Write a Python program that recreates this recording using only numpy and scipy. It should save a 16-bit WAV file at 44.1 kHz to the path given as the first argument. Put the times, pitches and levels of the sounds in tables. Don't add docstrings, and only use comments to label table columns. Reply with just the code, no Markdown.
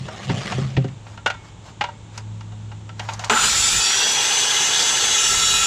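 import sys
import numpy as np
from scipy import signal
from scipy.fft import rfft, irfft
from scipy.io import wavfile
from scipy.ndimage import uniform_filter1d

SR = 44100
rng = np.random.default_rng(int(sys.argv[2]) if len(sys.argv) > 2 else 0)


def generate_wav(signal):
    frames = np.transpose(np.atleast_2d(signal))
    scaled = np.clip(frames, -1, 1) * 32767
    pcm = np.round(scaled).astype(np.int16)
    wavfile.write(sys.argv[1], SR, pcm)


N = 249606
T = np.arange(N) / SR

MOTOR_REF_HZ, BLADE_REF_HZ = 414.5, 85
START_S, TOP_HZ, PULL_S, CREEP_S, PULL_SHARE = 3.297, 419.17, .1675, .3364, .51
SAG_HZ, SAG_FROM_S, SAG_TO_S = 5.7, 4.9, 5.49
# frequency in Hz, relative density in dB per Hz.
AIR_SPECTRUM = [(650, -39), (1100, -11.5), (1620, -3), (2310, -7), (2910, -2.5), (3180, -4.5), (3360, 2),
                (3630, -2.5), (5230, -5), (6030, -4.5), (6590, -9), (7780, -4), (8790, -16.5),
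                (14400, -31.5), (15400, -66)]
RUSH_DB, RUSH_STILL_DB, RUSH_RINGING_DB = -20.5, -4.5, -3.5
# frequency in Hz, relative density in dB per Hz.
ROAR_SPECTRUM = [(40, -24), (130, -9.5), (320, -10.5), (440, -3), (650, -10), (820, 1), (1000, -3),
                 (1200, -13.5), (2000, -45)]
ROAR_DB, ROAR_RINGING_DB, SURGE_DB, SURGE_HOLD_S, SURGE_FALL_S = -32, -4.5, -25.5, 0.039, 0.029
# multiple of motor speed, width in Hz, level in dB at reference speed.
FAN_TONES = [(1, 40, -47.5), (4, 90, -39.5), (5, 40, -41), (7, 220, -31), (8.15, 110, -34), (14, 20, -38.5)]
BUZZ_START_S, BUZZ_HOLD_S, BUZZ_RISE_S, BUZZ_FALL_S, BUZZ_DB = 3.44, 0.25, .04, 0.059, -30
# frequency in Hz, relative density in dB per Hz.
CLATTER_SPECTRUM = [(88, -48), (150, -30), (237, -1.5), (395, -56), (460, -37), (647, -14), (1020, 1.5),
                    (1160, -6), (1330, 10), (1840, -10.5), (2900, -5), (6310, -26), (7070, -20),
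                    (8230, -38), (14000, -58)]
CLATTER_DB, CLATTER_SAG_DB_PER_S, CLATTER_HOLD_S, CLATTER_FALL_S = -15.5, 45, 0.16, 0.064
# start in seconds, length in seconds, level in dB.
CHATTER_BURSTS = [(3.425, 0.068, -26), (3.66, 0.033, -31)]
CHATTER_RISE_S, CHATTER_FALL_S, CHATTER_WIDTH_HZ = .025, .03, 300
WHINE_START_S, WHINE_HOLD_S, WHINE_RISE_S, WHINE_FALL_S = 3.845, 1.4, 0.01, .17
WHINE_DB, WHINE_SAG_DB_PER_S = -24.5, 0.5
# frequency in Hz at reference speed, waves round the rim (+ with the spin,
# - against it), then levels in dB grazing in the run-up, running free, and grazing at speed.
BLADE_MODES = [(1339, 0, -38, -44, -33), (1820, 2, -43, -54, -41), (2499, 3, -39, -41, -34),
               (2751, 3, -44, -51, -37), (3025, 1, -48, -39, -43), (3326, 2, -35, -33, -36),
               (3404, 4, -35, -34, -35), (3585, -4, -36, -46, -38), (3619, 0, -34, -45, -38),
               (3865, 0, -45, -40, -29), (4011, 1, -40, -40, -35), (4325, 4, -34, -50, -42),
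               (4515, 5, -35, -46, -42), (4619, -5, -36, -42, -38), (4858, 0, -40, -43, -50),
               (5170, 4, -37, -55, -45), (5509, 5, -35, -45, -38), (5642, -6, -33, -44, -35),
               (6331, 3, -33, -41, -31), (6675, 6, -38, -40, -30), (6890, 2, -42, -35, -37),
               (6980, 8, -37, -42, -50), (7061, 0, -33, -42, -32), (7630, -5, -33, -42, -39),
               (7933, 6, -38, -37, -36), (9170, 4, -39, -48, -47), (9478, 6, -44, -53, -46)]
# time in seconds, strength as a share 0-1.
GRAZE_STRENGTH = [(3.8, 0.99), (4.03, 0), (5.08, 0.22), (5.2, 0.76), (5.4, 0.98)]
# centre in Hz, width in Hz, then levels in dB
GUARD_BANDS = [(1335, 130, -41, -34.5), (3570, 300, -42, -52), (7120, 190, -29, -30), (7690, 310, -39, -43)]
# frequency in Hz, level of each mode in dB before the grazing gain.
SHIMMER_LEVELS = [(2500, -58), (7600, -38.5), (8600, -49.5), (10000, -49.5), (12000, -64.5), (15000, -73)]
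# start in seconds, length in seconds, frequency in Hz at reference
# speed, signed waves round the rim, mean level in dB.
SINGING_MODES = [(3.81, .23, 4625, -5, -29), (5.2, .46, 5509, 5, -33)]
# start in seconds, length in seconds, level in dB.
GUST_EVENTS = [(3.5, 0.277, -33.5), (5.38, 0.25, -35.5)]
GUST_RISE_S, GUST_FALL_S, DRAUGHT_DB = 0.22, .04, -67
# frequency in Hz, relative density in dB per Hz.
DRAUGHT_SPECTRUM = [(15, -11), (45, 0.5), (90, -2.5), (180, -8.0), (400, -25.0)]
# frequency in Hz, relative density in dB per Hz.
SLIDE_SPECTRUM = [(120, -30), (200, 4.5), (285, -18), (329, -7.5), (772, -9), (956, -20), (1180, -9),
                  (1390, -17), (1850, -13), (2630, -16), (2880, -14), (7380, -25), (14000, -60)]
SLIDE_PEAK_S, SLIDE_DB, SLIDE_RISE_DB_PER_S, SLIDE_FALL_DB_PER_S = 0.5, -27.5, 30, 65
# start in seconds, length in seconds, level in dB.
JUDDER_EVENTS = [(0.0, .04, -31.5), (.295, .025, -19), (.56, 0.092, -20), (.78, 0.046, -24)]
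JUDDER_RISE_S, JUDDER_FALL_S = 0.021, 0.055
# time in seconds, peak level in dB, contact time in seconds.
BUMP_EVENTS = [(.297, -8, 0.0031), (.581, -18, 0.00043), (.772, -7, 0.0035), (.779, -11.5, 0.00054),
               (.844, -16, 0.0011)]
# frequency in Hz, level in dB, 60 dB decay time in seconds.
TABLE_MODES = [(132, -3.5, 0.27), (169, -9, 0.13), (223, -10, 0.21), (273.3, -6, 0.17), (392, 1.5, 0.096),
               (536, -4, 0.15), (775, -3, 0.058)]
# time in seconds, overall gain in dB, pitch of the struck
# part in Hz, then clack and treble snap in dB relative to that gain.
KNOCK_EVENTS = [(0.085, -23, 633, -18.5, -34), (0.296, -16.5, 753, -5.5, -35), (0.522, -18, 735, -4, -16),
                (0.767, -20.5, 667, 0.5, -23), (0.843, -27.5, 710, -9.5, -20), (0.881, -43.5, 678, 5, -7),
                (1.066, -32, 824, -9, -28), (1.175, -31, 1385, -6, -20), (1.261, -7, 1468, -6, -24),
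                (1.275, -19.5, 1407, -15, -13), (1.301, -16.5, 1430, -5, -16),
                (1.341, -27, 1360, -18, -30.5), (1.81, -11, 833, -3.5, -38), (1.839, -15.5, 954, -6, -26),
                (1.887, -26, 920, -25, -36), (2.177, -27, 966, -7, -3), (2.408, -33.5, 898, -6.5, -15),
                (2.521, -35.5, 730, -23, -20), (2.716, -30, 834, -11, -26), (2.892, -30.5, 1330, -6, -16),
                (2.995, -22.5, 733, 0, -10), (3.088, -19, 910, -3, -21), (3.135, -42, 890, -22, 13),
                (3.194, -25.5, 730, -6, -5), (3.238, -22, 950, -4, -25), (3.245, -33.5, 1350, -10, 9),
                (3.297, -11.5, 1384, -1.5, -7.5)]
# frequency in Hz, relative density in dB per Hz.
RATTLE_SPECTRUM = [(120, -44), (200, -5), (268, -27), (329, -12.5), (471, -8.5), (967, -1.5), (1190, -8.5),
                   (1410, -2), (1700, -18), (2240, -29.5), (3560, -26), (3940, -24), (7060, -28),
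                   (12000, -64), (15600, -90), (22000, -120)]
CLACK_SPECTRUM = [(600, -41), (1800, 7), (2600, 7.0), (3600, 1.0), (7000, -17.5), (12000, -64)]
SNAP_SPECTRUM = [(1500, -26), (4500, 0.5), (7000, 1), (9000, -15.5), (15000, -41)]
# frequency in Hz, level in dB, 60 dB decay time in seconds.
SHOE_MODES = [(584, -13, 0.21), (766, -9.5, 0.17), (926, 3.5, 0.049), (1370, -9, 0.13), (1577, -6, 0.1),
              (1920, -16.5, 0.21), (2200, -33, 1), (2860, -6, .1), (3550, -20, 0.19)]
# start in seconds, length in seconds, level in dB.
RUB_EVENTS = [(1.07, 0.078, -48.5), (1.447, 0.044, -49.5), (1.66, 0.039, -45), (2.15, 0.046, -44.5),
              (3.005, 0.048, -41.5), (3.1, 0.046, -36.5), (3.205, 0.078, -37.5)]
RUB_RISE_S, RUB_FALL_S = 0.021, 0.018
# frequency in Hz, relative density in dB per Hz.
HOUSING_SPECTRUM = [(300, -13), (600, -4.0), (900, 2.5), (1300, -3.5), (3000, -12.0), (7000, -13.5),
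                    (9000, -28.5), (15000, -46)]
HUM_HZ = 106.4
# multiple of HUM_HZ, relative level in dB.
HUM_PARTIALS = [(1, 0.5), (1.599, -13.5), (2, -16.5), (3, -24.5), (4, -33), (5, -32)]
# time in seconds, level in dB.
HUM_LEVELS = [(0.95, -43), (1.15, -38), (1.77, -49.5), (2.27, -33), (3.25, -36), (3.28, -36)]
# frequency in Hz, relative density in dB per Hz.
YARD_SPECTRUM = [(15, -57), (25, -21), (54, -9.5), (82, -8.5), (113, -12.5), (155, -11.5), (264, -21),
                 (703, -29), (892, -23), (1050, -29), (1970, -36), (3630, -33), (4850, -43), (7420, -35),
                 (14000, -87)]
OPEN_AIR_DB, SINK_DB, SINK_S = -43.5, -17.5, 0.044
BAND_LIMIT_HZ = 15350


def amp(db):
    return 10 ** (np.asarray(db) / 20)


def unit(x):
    return x / np.sqrt(np.mean(x ** 2) + 1e-20)


def curve(rows, axis=1):
    rows = np.asarray(rows, float)
    return np.interp(T, rows[:, 0], rows[:, axis])


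def since(s):
    return np.maximum(T - s, 0)


def add(mix, s, sound):
    part = mix[max(round(s * SR), 0):][:len(sound)]
    part += sound[:len(part)]


def noise(size=N):
    return rng.standard_normal(size)


def drift(hz):
    return unit(np.interp(T * 2 * hz, np.arange(8000), noise(size=8000)))


def grains(per_s, spread_db):
    clicks = (rng.random(N) < per_s / SR) * noise()
    return unit(clicks * amp(spread_db * np.minimum(rng.exponential(1, N), 4)))


def colour(x, points):
    hz, db = np.transpose(points)
    f = np.fft.rfftfreq(len(x), 1 / SR)
    gain = amp(np.interp(np.log(f + 1), np.log(hz + 1), db))
    return unit(irfft(rfft(x) * gain, len(x)))


def patchy(x, depth_db):
    z = signal.stft(x, nperseg=512, noverlap=384)[2]
    field = uniform_filter1d(noise(size=z.shape), size=6, axis=0)
    field = uniform_filter1d(field, size=10, axis=1)
    return unit(signal.istft(z * amp(depth_db * unit(field)), nperseg=512, noverlap=384)[1][:N])


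def turns(hz):
    return 2 * np.pi * (np.cumsum(hz * np.ones(N)) / SR + rng.random())


def fuzzy(hz, width_hz):
    phase = turns(hz)
    return unit(drift(width_hz / 2) * np.cos(phase) + drift(width_hz / 2) * np.sin(phase))


def ring(modes, t):
    out = 0
    for k, (hz, db, t60_s) in enumerate(modes):
        out = out + (-1) ** k * amp(db - 60 * t / t60_s) * np.sin(2 * np.pi * hz * t)
    return out


def envelope(start_s, length_s, rise_s, fall_s):
    early, late = np.maximum(start_s - T, 0), np.maximum(T - start_s - length_s, 0)
    return np.exp(-early / rise_s - late / fall_s)


def strokes(rows, rise_s, fall_s):
    return sum(amp(db) * envelope(start, length, rise_s, fall_s) for start, length, db in rows)


def motor_speed():
    t = since(START_S)
    to_go = PULL_SHARE * np.exp(-t / PULL_S) + (1 - PULL_SHARE) * np.exp(-t / CREEP_S)
    return TOP_HZ * (1 - to_go) - np.interp(T, [SAG_FROM_S, SAG_TO_S], [0, SAG_HZ])


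def motor(speed, graze):
    shaft, spin = turns(speed), speed / MOTOR_REF_HZ
    rush_db = RUSH_DB + RUSH_STILL_DB * (1 - spin) ** 2 + RUSH_RINGING_DB * graze
    rush = patchy(colour(noise() + 0.34 * grains(2500, 3.1), AIR_SPECTRUM), depth_db=2.5)
    rush = rush * amp(rush_db + .5 * drift(25))
    surge = amp(SURGE_DB) * np.exp(-since(START_S + SURGE_HOLD_S) / SURGE_FALL_S)
    roar_gain = amp(ROAR_DB + ROAR_RINGING_DB * graze) + surge
    roar = patchy(colour(noise(), ROAR_SPECTRUM), depth_db=1.5) * roar_gain
    air = (rush + roar) * (1 + 0.23 * np.cos(shaft))
    fan = sum(amp(db + 2.1 * drift(30)) * fuzzy(k * speed, width) for k, width, db in FAN_TONES)
    return air + fan * spin ** 2


def buzz(speed, waver_db=5.5):
    stack = sum(amp(waver_db * drift(7)) * np.sin(turns(k * speed)) for k in range(7, 24))
    return amp(BUZZ_DB) * unit(stack) * envelope(BUZZ_START_S, BUZZ_HOLD_S, BUZZ_RISE_S, BUZZ_FALL_S)


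def gears(speed):
    mesh_hz = 15 * speed
    slack = amp(CLATTER_DB - CLATTER_SAG_DB_PER_S * since(START_S) + drift(70))
    slack = slack * np.exp(-since(START_S + CLATTER_HOLD_S) / CLATTER_FALL_S)
    clatter = slack * patchy(colour(noise() + 0.5 * grains(1500, 2.4), CLATTER_SPECTRUM), depth_db=0.0)
    bursts = strokes(CHATTER_BURSTS, CHATTER_RISE_S, CHATTER_FALL_S)
    chatter = fuzzy(mesh_hz, CHATTER_WIDTH_HZ) * bursts
    whine = unit(np.sin(turns(mesh_hz) + .16 * drift(40)))
    whine = whine * envelope(WHINE_START_S, WHINE_HOLD_S, WHINE_RISE_S, WHINE_FALL_S)
    whine_db = WHINE_DB - WHINE_SAG_DB_PER_S * since(WHINE_START_S) + 1.1 * drift(25)
    return clatter + chatter + whine * amp(whine_db)


def blade_lag(speed):
    return BLADE_REF_HZ * (speed / MOTOR_REF_HZ - 1)


def blade(speed, graze, flutter=0.35, flutter_hz=16):
    lag_hz = blade_lag(speed)
    at_speed = T > 4.5
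    out = np.zeros(N)
    for hz, waves, early_db, free_db, late_db in BLADE_MODES:
        grazing = np.where(at_speed, amp(late_db), amp(early_db))
        level = graze * grazing + (1 - graze) * amp(free_db)
        phase = turns(hz + waves * lag_hz)
        swell = amp(2.2 * drift(3))
        in_phase = (1 + flutter * drift(flutter_hz / 2)) * np.sin(phase)
        quadrature = flutter * drift(flutter_hz) * np.cos(phase)
        out += level * unit(swell * (in_phase + quadrature))
    out += shimmer(lag_hz) * (0.12 + 1.9 * graze)
    out *= np.interp(T, [3.33, 3.46], [.1, 1])
    for hz, width, early_db, late_db in GUARD_BANDS:
        level = np.where(at_speed, amp(late_db), amp(early_db))
        out += (0.18 + 1.35 * graze) * level * fuzzy(hz, width)
    return out


def shimmer(lag_hz, count=44):
    pitches_hz = np.linspace(2600, 15000, count) + rng.uniform(-90, 90, count)
    waves = rng.integers(-6, 10, count)
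    levels = amp(np.interp(pitches_hz, *np.transpose(SHIMMER_LEVELS)) + 2 * noise(size=count))
    return sum(g * (1.04 + .5 * drift(14)) * np.sin(turns(hz + k * lag_hz))
               for hz, k, g in zip(pitches_hz, waves, levels))


def singing(speed, rise_s=0.029, fall_s=.03, waver_db=3.0):
    lag_hz = blade_lag(speed)
    out = np.zeros(N)
    for start, length, hz, waves, db in SINGING_MODES:
        gain = amp(db + waver_db * drift(14)) * envelope(start, length, rise_s, fall_s)
        out += gain * unit(np.sin(turns(hz + waves * lag_hz)))
    return out


def draught():
    rumble = colour(noise(), DRAUGHT_SPECTRUM)
    gain = amp(DRAUGHT_DB) + strokes(GUST_EVENTS, GUST_RISE_S, GUST_FALL_S)
    return rumble * gain * amp(2.2 * drift(12))


def board():
    grit = patchy(colour(grains(5000, 2.1), SLIDE_SPECTRUM), depth_db=3)
    rise_db = SLIDE_RISE_DB_PER_S * np.maximum(SLIDE_PEAK_S - T, 0)
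    fall_db = SLIDE_FALL_DB_PER_S * since(SLIDE_PEAK_S)
    scrape = grit * amp(SLIDE_DB - rise_db - fall_db + drift(49.7))
    slip = np.sin(turns(130 * (1 + 0.062 * drift(18)))) + 0.43 * fuzzy(150, 130)
    judder = slip * strokes(JUDDER_EVENTS, JUDDER_RISE_S, JUDDER_FALL_S) * amp(drift(24))
    out = scrape + judder
    t = T[:SR // 2]
    leak = signal.butter(2, 85, "high", fs=SR, output="sos")
    for s, db, contact_s in BUMP_EVENTS:
        push = t * np.exp(-2 * t / max(contact_s, 1e-4))
        bump = signal.sosfilt(leak, signal.fftconvolve(push, ring(TABLE_MODES, t))[:len(t)])
        add(out, s, amp(db) * bump / abs(bump).max())
    return out


def knocks(rattle_db=-5, shoe_db=-3, part_db=-6, part_t60_s=0.11, decay_s=0.0074, snap_s=0.007,
           tail_db=-26, tail_s=0.054, rise_s=0.0019):
    out, t = np.zeros(N), T[:16384]
    shoe = ring(SHOE_MODES, t)
    shoe /= abs(shoe).max()
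    fall = np.exp(-t / decay_s) + amp(tail_db) * np.exp(-t / tail_s)
    for s, db, hz, clack_db, snap_db in KNOCK_EVENTS:
        rattle = amp(rattle_db) * colour(noise(size=len(t)), RATTLE_SPECTRUM)
        clack = amp(clack_db) * colour(noise(size=len(t)), CLACK_SPECTRUM)
        snap = amp(snap_db) * colour(noise(size=len(t)), SNAP_SPECTRUM)
        snap = snap * np.exp(-t / snap_s) * np.minimum(t / 0.0002, 1)
        tone = amp(shoe_db) * shoe + ring([(hz, part_db, part_t60_s)], t)
        body = ((rattle + clack) * fall + tone) * (1 - np.exp(-t / rise_s))
        add(out, s - .0005, amp(db) * (body + snap))
    return out


def hands():
    rub = noise() + .5 * grains(1500, 2.5)
    rub = patchy(colour(rub, HOUSING_SPECTRUM), depth_db=2.0)
    return rub * strokes(RUB_EVENTS, RUB_RISE_S, RUB_FALL_S)


def yard():
    phase = turns(HUM_HZ * (1 + 0.003 * drift(4.02)))
    hum = unit(sum(amp(db + 2.1 * drift(4.08)) * np.sin(k * phase) for k, db in HUM_PARTIALS))
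    air = colour(noise(), YARD_SPECTRUM)
    sink = amp(SINK_DB * np.minimum(since(START_S) / SINK_S, 1))
    return sink * (hum * amp(curve(HUM_LEVELS)) + air * amp(OPEN_AIR_DB))


def scene():
    speed, graze = motor_speed(), np.clip(curve(GRAZE_STRENGTH), 0, 1)
    switched_on = np.minimum(since(START_S) / 0.002, 1)
    saw = motor(speed, graze) + buzz(speed) + gears(speed)
    saw = saw + blade(speed, graze) + singing(speed) + draught()
    mix = switched_on * saw + board() + knocks() + hands() + yard()
    return np.array([mix, mix])


def record(dry):
    top = signal.sosfilt(signal.butter(14, 11400, "high", fs=SR, output="sos"), dry[0])
    scatter = noise(size=600)
    side = signal.oaconvolve(top, scatter / np.linalg.norm(scatter))[:N]
    wide = dry + 0.35 * np.array([[1], [-1]]) * side
    lowpass = signal.firwin(511, BAND_LIMIT_HZ, window=("kaiser", 9), fs=SR)
    return signal.oaconvolve(wide, lowpass[None], "same")


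dry = scene()
out = record(dry)
generate_wav(out)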